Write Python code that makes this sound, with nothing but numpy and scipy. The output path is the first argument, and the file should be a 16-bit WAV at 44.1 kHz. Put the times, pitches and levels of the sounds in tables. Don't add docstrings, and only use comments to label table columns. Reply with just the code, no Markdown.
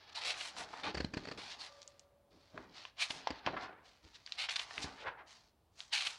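import sys
import numpy as np
from scipy import signal
from scipy.fft import rfft, irfft
from scipy.io import wavfile
from scipy.ndimage import uniform_filter1d

SR = 44100
rng = np.random.default_rng(int(sys.argv[2]) if len(sys.argv) > 2 else 0)


def log_audio(samples):
    frames = np.atleast_2d(samples).T
    limited = np.clip(frames, -1, 1)
    pcm = np.round(limited * 32767).astype(np.int16)
    wavfile.write(sys.argv[1], SR, pcm)


N = 272927
TIME = np.arange(N) / SR


# time of full contact, attack and length in seconds, then
# relative level, its change over the stroke and relative treble emphasis, all in dB.
STROKES = [(.005, 0.047, 0.11, -60.5, 1, -16), (0.152, 0.0075, 0.038, -43.5, 2, 1.5),
           (0.215, 0.012, 0.028, -41.5, -1.5, -1.5), (0.254, 0.016, 0.06, -37.5, 1.5, 3.5),
           (0.386, 0.13, 0.1, -46.5, 1.5, 9), (0.583, 0.052, 0.046, -46.5, -1, 11),
           (0.69, 0.044, 0.12, -58.5, 3.5, 8), (0.836, 0.006, 0.062, -41.5, -3, -7),
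           (0.958, .04, 0.1, -55.5, -3, 4), (1.17, 0.085, 0.17, -57.5, -1, 4),
           (1.376, 0.004, 0.17, -49, -2, 5), (1.599, 0.025, 0.068, -51.5, 1, 9),
           (1.724, 0.032, 0.32, -63.5, -16, 10.5), (2.312, .012, 0.33, -73, 6, 8),
           (2.768, 0.08, 0.11, -53.5, -4.5, 2), (3.002, 0.023, 0.021, -36, 6.5, 2),
           (3.04, .03, 0.047, -44.5, -14.5, 18), (3.102, 0.024, 0.13, -48.5, -9.5, 12.5),
           (3.216, 0.1, 0.17, -58.5, 2, -10), (3.461, 0.048, 0.096, -54, -8, -19),
           (3.615, 0.075, 0.021, -53.5, 4.5, -4.5), (3.857, 0.029, 0.15, -60, -14.5, 9.5),
           (4.033, 0.0089, 0.64, -64.5, -13, 9), (4.273, .03, 0.082, -62, 4, 9.5),
           (4.387, 0.015, 0.06, -38.5, -0.5, 0), (4.509, .015, 0.029, -39, -5.5, 5),
           (4.558, 0.026, 0.072, -46, 0.5, 7), (4.68, .03, 0.12, -56.5, 6.5, 9.5),
           (4.829, 0.037, 0.023, -47, -2, 9.5), (4.864, .03, 0.17, -56, -9, 9),
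           (5.275, 0.014, 0.048, -60.5, 3, 12.5), (5.351, 0.032, 0.14, -62.5, -12.5, 10),
           (5.796, 0.042, 0.13, -55.5, -20, 18), (5.933, 0.013, 0.13, -30.5, -12, 3),
           (6.068, 0.083, .11, -40.5, -17, 10)]

def pulling():
    power, treble = 1e-14, 0
    for start, attack, length, db, change_db, treble_db in STROKES:
        progress = np.clip((TIME - start) / length, 0, 1)
        release_s = 0.038 if db + change_db > -45 else 0.055
        stroke = undb(db + change_db * progress + swell(start, attack, release_s, length)) ** 2
        power += stroke
        treble += stroke * treble_db
    return 10 * np.log10(power), treble / power


# frequency in Hz, relative density in dB.
FIRM_RUB = [(180, -56), (300, -31), (498, -26), (680, -14.5), (959, -9.5), (1790, -6), (2320, 2.5),
            (3270, 0), (4180, 2), (4850, -5.5), (9800, -20), (15000, -47.5)]
LIGHT_RUB = [(300, -26.5), (700, 2.5), (1500, -0.5), (2800, 0), (4500, 2.5), (6000, -7), (7200, -15.5),
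             (10000, -30.5), (12500, -51)]

def sliding(level_db, treble_db):
    firm = 1 / (1 + np.exp(-(level_db + 47) / 3.6))
    rub = np.sqrt(firm) * colour(slips(rate=4200, spread_db=2.2, hiss=0.35), FIRM_RUB)
    rub += np.sqrt(1 - firm) * colour(slips(rate=3500, spread_db=3, hiss=0.56), LIGHT_RUB)
    for hz in np.geomspace(2400, 7500, num=7):
        gain = undb(2.05 * np.tanh(walk(12)))
        rub += (gain - 1) * resonance(rub, hz * rng.uniform(1, 1.05), q=9.3)
    rub += (undb(treble_db - 3) - 1) * above(rub, 6250)
    rub *= flutter(rate=330, depth_db=1.7)
    return desk_echo(rub, lag_s=0.001392, sway=0.236, share=0.24) * undb(level_db - 1.5)


# start in seconds, relative level in dB, pitch in Hz, cycles of ring.
SNAPS = [(0.567, -31.5, 1690, 0.58), (1.818, -35, 5300, 1), (1.829, -39, 5740, 1.9),
         (1.877, -36.5, 6840, 4.8), (1.995, -40.5, 6750, 2), (2.5771, -31, 1430, 1.1),
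         (2.781, -34, 3800, 0.88), (2.8518, -41, 1060, 3.5), (2.852, -32, 2820, 2.4),
         (3.2716, -20.5, 880, 1.67), (3.2734, -23, 3600, 1.3), (3.4634, -14, 2440, 0.55),
         (3.4738, -18, 785, 0.59), (4.263, -35.5, 4650, 7.3), (4.275, -36, 3340, 1.4),
         (4.3219, -24, 4060, 3.4), (4.488, -22.5, 1970, 0.44), (4.559, -24, 4400, 2),
         (4.709, -27, 1220, 0.33), (4.7795, -22.5, 2380, 1.27), (5.8045, -30, 3830, 1.7)]

def snapping():
    out, t = np.zeros(N), TIME[:SR // 16]
    for start, db, hz, cycles in SNAPS:
        tick = undb(-13) * np.exp(-t / 0.00013)
        flip = np.sin(2 * np.pi * hz * t) * np.exp(-t * hz * 1.3 / cycles)
        crack = 0.19 * noise_band(len(t), 0.74 * hz, q=0.97) * np.exp(-t / 0.0029)
        shiver = 0.034 * noise_band(len(t), 0.95 * hz, q=1) * np.exp(-t / 0.017)
        snap = highpass(tick + flip + crack + shiver, 200 + 0.34 * hz, order=3)
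        snap = lowpass(snap, 3700 + 0.66 * hz, order=6)
        add(out, start, snap * undb(db + 1.5))
    return out


# time in seconds, relative levels of air pulse and slap in dB,
# slap length in seconds, pitch of the hollow under the sheet in Hz.
FLAPS = [(0.9457, -45, -41.5, 0.012, 370), (0.973, -37.5, -41.5, 0.014, 347),
         (1.0042, -31.5, -37, 0.0077, 416), (1.0468, -31, -37.5, 0.0026, 235),
         (1.138, -39, -43, 0.011, 330), (1.1705, -31, -42.5, 0.011, 295), (1.2536, -57, -45.5, 0.0029, 724),
         (1.274, -44, -49, 0.0079, 296), (1.286, -49, -45.5, 0.0072, 370), (1.314, -44, -45, 0.011, 330),
         (3.105, -47, -59, 0.0025, 260), (3.305, -46.5, -42, 0.0074, 370), (3.466, -37, -52, 0.0049, 590),
         (4.844, -39.5, -42, 0.0032, 340)]
# frequency in Hz, relative density in dB.
SLAP_SPECTRUM = [(80, -5.5), (500, 8), (1200, 2), (3000, 1), (5000, -16), (6800, -12), (10000, -31.5),
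                 (13000, -65)]
# nominal frequency in Hz, Q, relative level in dB.
ARCH_MODES = [(1626, 4, -4), (4460, 15, -2)]

def flapping():
    out, t = np.zeros(N), TIME[:SR // 10] - 0.006
    before, after = np.minimum(t, 0), np.maximum(t, 0)
    crackle = slips(rate=2200, spread_db=1.5, hiss=0.4)
    u = t / 0.0012
    pulse = (u ** 2 - u / 2 - 1) * np.exp(-u ** 2)
    tail = 0.09 * (t > 0) * np.exp(-after / 0.013)
    for when, pulse_db, slap_db, length, hollow_hz in FLAPS:
        contact = np.exp(before / 0.0014 - (after / length) ** 4) + tail
        patter = crackle[int(when * SR):][:len(t)] * contact
        detune = np.exp(0.04 * rng.standard_normal())
        arch = sum(undb(db) * np.sqrt(q * SR / np.pi / hz) * resonance(patter, hz * detune, q)
                   for hz, q, db in ARCH_MODES)
        hollow = undb(21.5) * resonance(patter, hollow_hz, q=3.2)
        slap = colour(patter, SLAP_SPECTRUM) + lowpass(arch + hollow, 5900, order=4)
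        add(out, when + t[0], undb(pulse_db + 3.5) * pulse + undb(slap_db - 4) * slap)
    return out


# peak time in seconds, relative level in dB, rise and fall in seconds.
FLEXES = [(.3, -51.5, 0.29, 0.28), (.62, -44.5, 0.11, 0.067), (.8, -50.5, 0.28, 0.12),
          (.838, -38.5, 0.0085, 0.052), (.876, -38, 0.044, 0.041), (1.38, -56.5, 0.017, 0.53),
          (2.585, -54, 0.073, 0.14), (3.14, -53, 0.028, 0.17), (3.29, -54, 0.02, 0.52),
          (3.48, -34, 0.027, 0.026), (3.568, -40, 0.0053, 0.07), (3.635, -46, 0.16, 0.2),
          (4.886, -50, 0.36, 0.15), (5.085, -41, 0.11, 0.064), (5.21, -54.5, 0.18, 0.11)]
# frequency in Hz, relative density in dB.
FACE_SPECTRUM = [(60, -14.5), (400, -8), (820, 2.5), (1150, -4.5), (1650, -3.5), (2500, -13.5),
                 (4500, -27.5), (9000, -64.5)]

def bending():
    creak = slips(rate=2500, spread_db=1.6, hiss=0.55) * flutter(rate=140, depth_db=2)
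    face = wander(colour(creak, FACE_SPECTRUM), sway=0.17, rate=22)
    return desk_echo(face, lag_s=0.00257, sway=0.289, share=0.47) * swells(FLEXES) * undb(-1.5)


# centre in seconds, level in dB, pitch in Hz, half length in seconds.
SCUFFS = [(0.098, -57, 3460, 0.0037), (0.129, -55.5, 4000, 0.0038), (0.306, -37, 2740, 0.0056),
          (0.344, -43, 2060, 0.0021), (0.412, -40, 2940, 0.0041), (0.738, -45, 885, 0.0048),
          (1.519, -50, 3870, 0.016), (3.108, -33.5, 3250, 0.0025), (3.109, -41.5, 910, 0.0033),
          (3.542, -44, 830, 0.0082), (3.573, -39.5, 1050, 0.0049), (3.73, -58, 1620, 0.0027),
          (4.156, -54.5, 3800, 0.01), (4.495, -35, 3340, 0.0043), (4.564, -32, 3570, 0.0034),
          (4.597, -34.5, 3140, 0.0033), (4.832, -41.5, 4800, 0.011), (5.014, -54, 3000, 0.019),
          (5.079, -41.5, 1370, 0.013), (5.204, -57, 1100, 0.018), (6.072, -30.5, 3060, 0.0035)]

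def scuffing():
    out, t = np.zeros(N), TIME[:SR // 16] - 1 / 32
    for centre, db, hz, half_s in SCUFFS:
        rasp = unit(lowpass(noise_band(len(t), hz, q=1.46), 1900 + 0.93 * hz, order=3))
        add(out, centre + t[0], rasp * bell(t, half_s) * undb(db))
    return out


# centre in seconds, level in dB, pitch in Hz, half length in seconds.
SINGS = [(0.179, -45.5, 950, 0.0067), (0.17, -43.5, 4060, 0.0094), (0.286, -51, 683, 0.026),
         (1.616, -48.5, 4340, 0.016)]

def singing(q=5.85, sag_per_s=1.5):
    out, t = np.zeros(N), TIME[:SR // 4] - 1 / 8
    for centre, db, hz, half_s in SINGS:
        tone = unit(resonance(noise_band(len(t), hz, q), hz, q))
        sinking = np.interp(t - sag_per_s * t ** 2 / 2, t, tone)
        add(out, centre + t[0], sinking * bell(t, half_s) * undb(db))
    return out


# peak time in seconds, relative level in dB, rise and fall in seconds.
GUSTS = [(.6, -60.5, 0.11, 0.24), (.885, -47, 0.081, 0.074), (1.19, -55.5, 0.15, 0.43),
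         (1.385, -54, 0.09, 0.049), (2.32, -62, 0.027, 0.14), (2.545, -54, 0.012, 0.22),
         (2.63, -59.5, .1, 0.18), (3.13, -58, 0.013, 0.23), (3.485, -47.5, 0.04, 0.24),
         (4.054, -65.5, 0.034, 0.067), (4.785, -53.5, 0.019, 0.082), (4.865, -52, .1, 0.12)]
# frequency in Hz, relative density in dB.
GUST_SPECTRUM = [(20, -8.5), (70, -2.5), (120, -7), (340, -2), (600, -13), (1200, -18), (4000, -74)]

def wafting():
    air = colour(rng.standard_normal(N), GUST_SPECTRUM) * flutter(rate=100, depth_db=3)
    return highpass(air * swells(GUSTS), 40)


# centre in seconds, envelope peak in dB.
THUMPS = [(0.963, -43), (0.992, -43), (1.023, -40), (1.062, -45), (3.322, -47), (4.057, -54), (4.86, -46.5)]

def thumping(hz=68, half_s=0.009):
    out, t = np.zeros(N), TIME[:SR // 8] - 1 / 16
    throb = np.sin(2 * np.pi * hz * t) * bell(t, half_s)
    for centre, db in THUMPS:
        add(out, centre + t[0], throb * undb(db))
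    return out


# start in seconds, relative level in dB.
KNOCKS = [(2.543, -56), (2.578, -49), (3.535, -46)]
# frequency in Hz, relative level in dB, 60 dB decay time in seconds.
PILE_MODES = [(244, -6.5, 0.32), (393, -3.5, 0.12), (480, -13, 0.11), (647, 2.5, 0.11)]

def knocking():
    out, t = np.zeros(N), TIME[:SR // 3]
    body = sum(undb(db) * np.sin(2 * np.pi * hz * t) * decay(t, t60) for hz, db, t60 in PILE_MODES)
    for start, db in KNOCKS:
        add(out, start, body * undb(db))
    return out


# frequency in Hz, level in dB, 60 dB decay time in seconds.
RING_MODES = [(567, -62, 3.2), (1180, -66, 1.37)]

def far_ring(start_s=1.67):
    out, t = np.zeros(N), np.maximum(TIME - start_s, 0)
    for hz, db, t60 in RING_MODES:
        tone = np.sin(2 * np.pi * hz * t) + 0.49 * noise_band(N, hz, q=11)
        out += tone * undb(db) * decay(t, t60)
    return out * (1 - np.exp(-t / 0.015))


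def desk_echo(x, lag_s, sway, share):
    lag = lag_s * np.exp(sway * walk(5))
    return (x + share * np.interp(TIME - lag, TIME, x)) / np.hypot(1, share)


def workshop(x, wet_db, t60_s, dull_hz):
    t = TIME[:SR]
    reflections = rng.standard_normal(SR) * (t > 0.006)
    fade = decay(t, t60_s)
    tail = lowpass(reflections, dull_hz) * fade + 0.92 * reflections * fade ** 7.2
    return x + undb(wet_db) * signal.fftconvolve(x, tail / np.linalg.norm(tail))[:N]


# frequency in Hz, relative density in dB.
ROOM_SPECTRUM = [(20, -18.5), (55, 1), (100, 0), (160, -7.5), (900, -12.5), (1900, -27), (4400, -27),
                 (7300, -39), (15500, -32)]

def room_tone():
    return colour(rng.standard_normal(N), ROOM_SPECTRUM) * undb(-73.5 + 0.45 * walk(1))


def slips(rate, spread_db, hiss):
    size = undb(spread_db * np.minimum(rng.exponential(size=N), 2 * np.pi))
    clicks = (rng.random(N) < rate / SR) * size * rng.choice([-1, 1], N)
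    return unit(unit(clicks) + hiss * rng.standard_normal(N))


def walk(rate):
    step = int(SR / rate)
    held = rng.standard_normal(N)[np.arange(N) // step]
    return unit(uniform_filter1d(held, step))


def flutter(rate, depth_db):
    return unit(undb(depth_db * np.tanh(walk(rate))))


def wander(x, sway, rate):
    place = np.cumsum(np.exp(sway * np.tanh(walk(rate))))
    return np.interp(place % N, np.arange(N), x)


def swell(peak_s, rise_s, fall_s, hold_s=0):
    return -20 * (np.maximum(peak_s - TIME, 0) / rise_s + np.maximum(TIME - peak_s - hold_s, 0) / fall_s)


def swells(table):
    return np.sqrt(sum(undb(db + swell(peak, rise, fall)) ** 2 for peak, db, rise, fall in table))


def bell(t, half_s):
    return np.exp(-0.5 * (t / half_s) ** 2)


def decay(t, t60):
    return undb(-60 * t / t60)


def colour(x, points, size=2048):
    hz, db = np.transpose(points)
    grid = np.maximum(np.fft.rfftfreq(size, 1 / SR), 1)
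    gain = undb(np.interp(np.log(grid), np.log(hz), db))
    cepstrum = irfft(np.log(gain))
    cepstrum[1:size // 2] *= 2
    cepstrum[size // 2 + 1:] = 0
    response = irfft(np.exp(rfft(cepstrum)))
    return signal.fftconvolve(x, response / np.linalg.norm(response))[:len(x)]


def resonance(x, hz, q):
    return signal.lfilter(*signal.iirpeak(hz, max(q, 4 * hz / SR), fs=SR), x)


def noise_band(samples, hz, q):
    return unit(resonance(rng.standard_normal(samples), hz, q))


def lowpass(x, hz, order=2):
    return signal.sosfilt(signal.butter(order, hz, fs=SR, output="sos"), x)


def highpass(x, hz, order=2):
    return signal.sosfilt(signal.butter(order, hz, "high", fs=SR, output="sos"), x)


def above(x, hz):
    return x - lowpass(lowpass(x, hz, order=3)[::-1], hz, order=3)[::-1]


def undb(db):
    return 10 ** (np.asarray(db) / 20)


def unit(x):
    return x / np.sqrt(np.mean(x ** 2) + 1e-18)


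def add(out, start_s, x):
    i = max(int(start_s * SR), 0)
    out[i:i + len(x)] += x[:N - i]


def scene():
    friction = sliding(*pulling()) + singing() + scuffing() + bending()
    paper = highpass(friction + wafting() + snapping() + flapping() + thumping() + knocking(), 38)
    mid = room_tone() + workshop(paper, wet_db=-19, t60_s=0.35, dull_hz=2600) + far_ring()
    return np.array([mid, mid])


def record(dry, top_hz=15750):
    heard = lowpass(dry, 11200, order=10) + undb(-7.5) * highpass(dry, 11900, order=6)
    hiss = undb(-88.5) * (rng.standard_normal(N) + 0.5 * rng.standard_normal((2, N)))
    return signal.sosfilt(signal.ellip(8, 0.2, 70, top_hz, fs=SR, output="sos"), heard + hiss)


dry = scene()
out = record(dry)
log_audio(out)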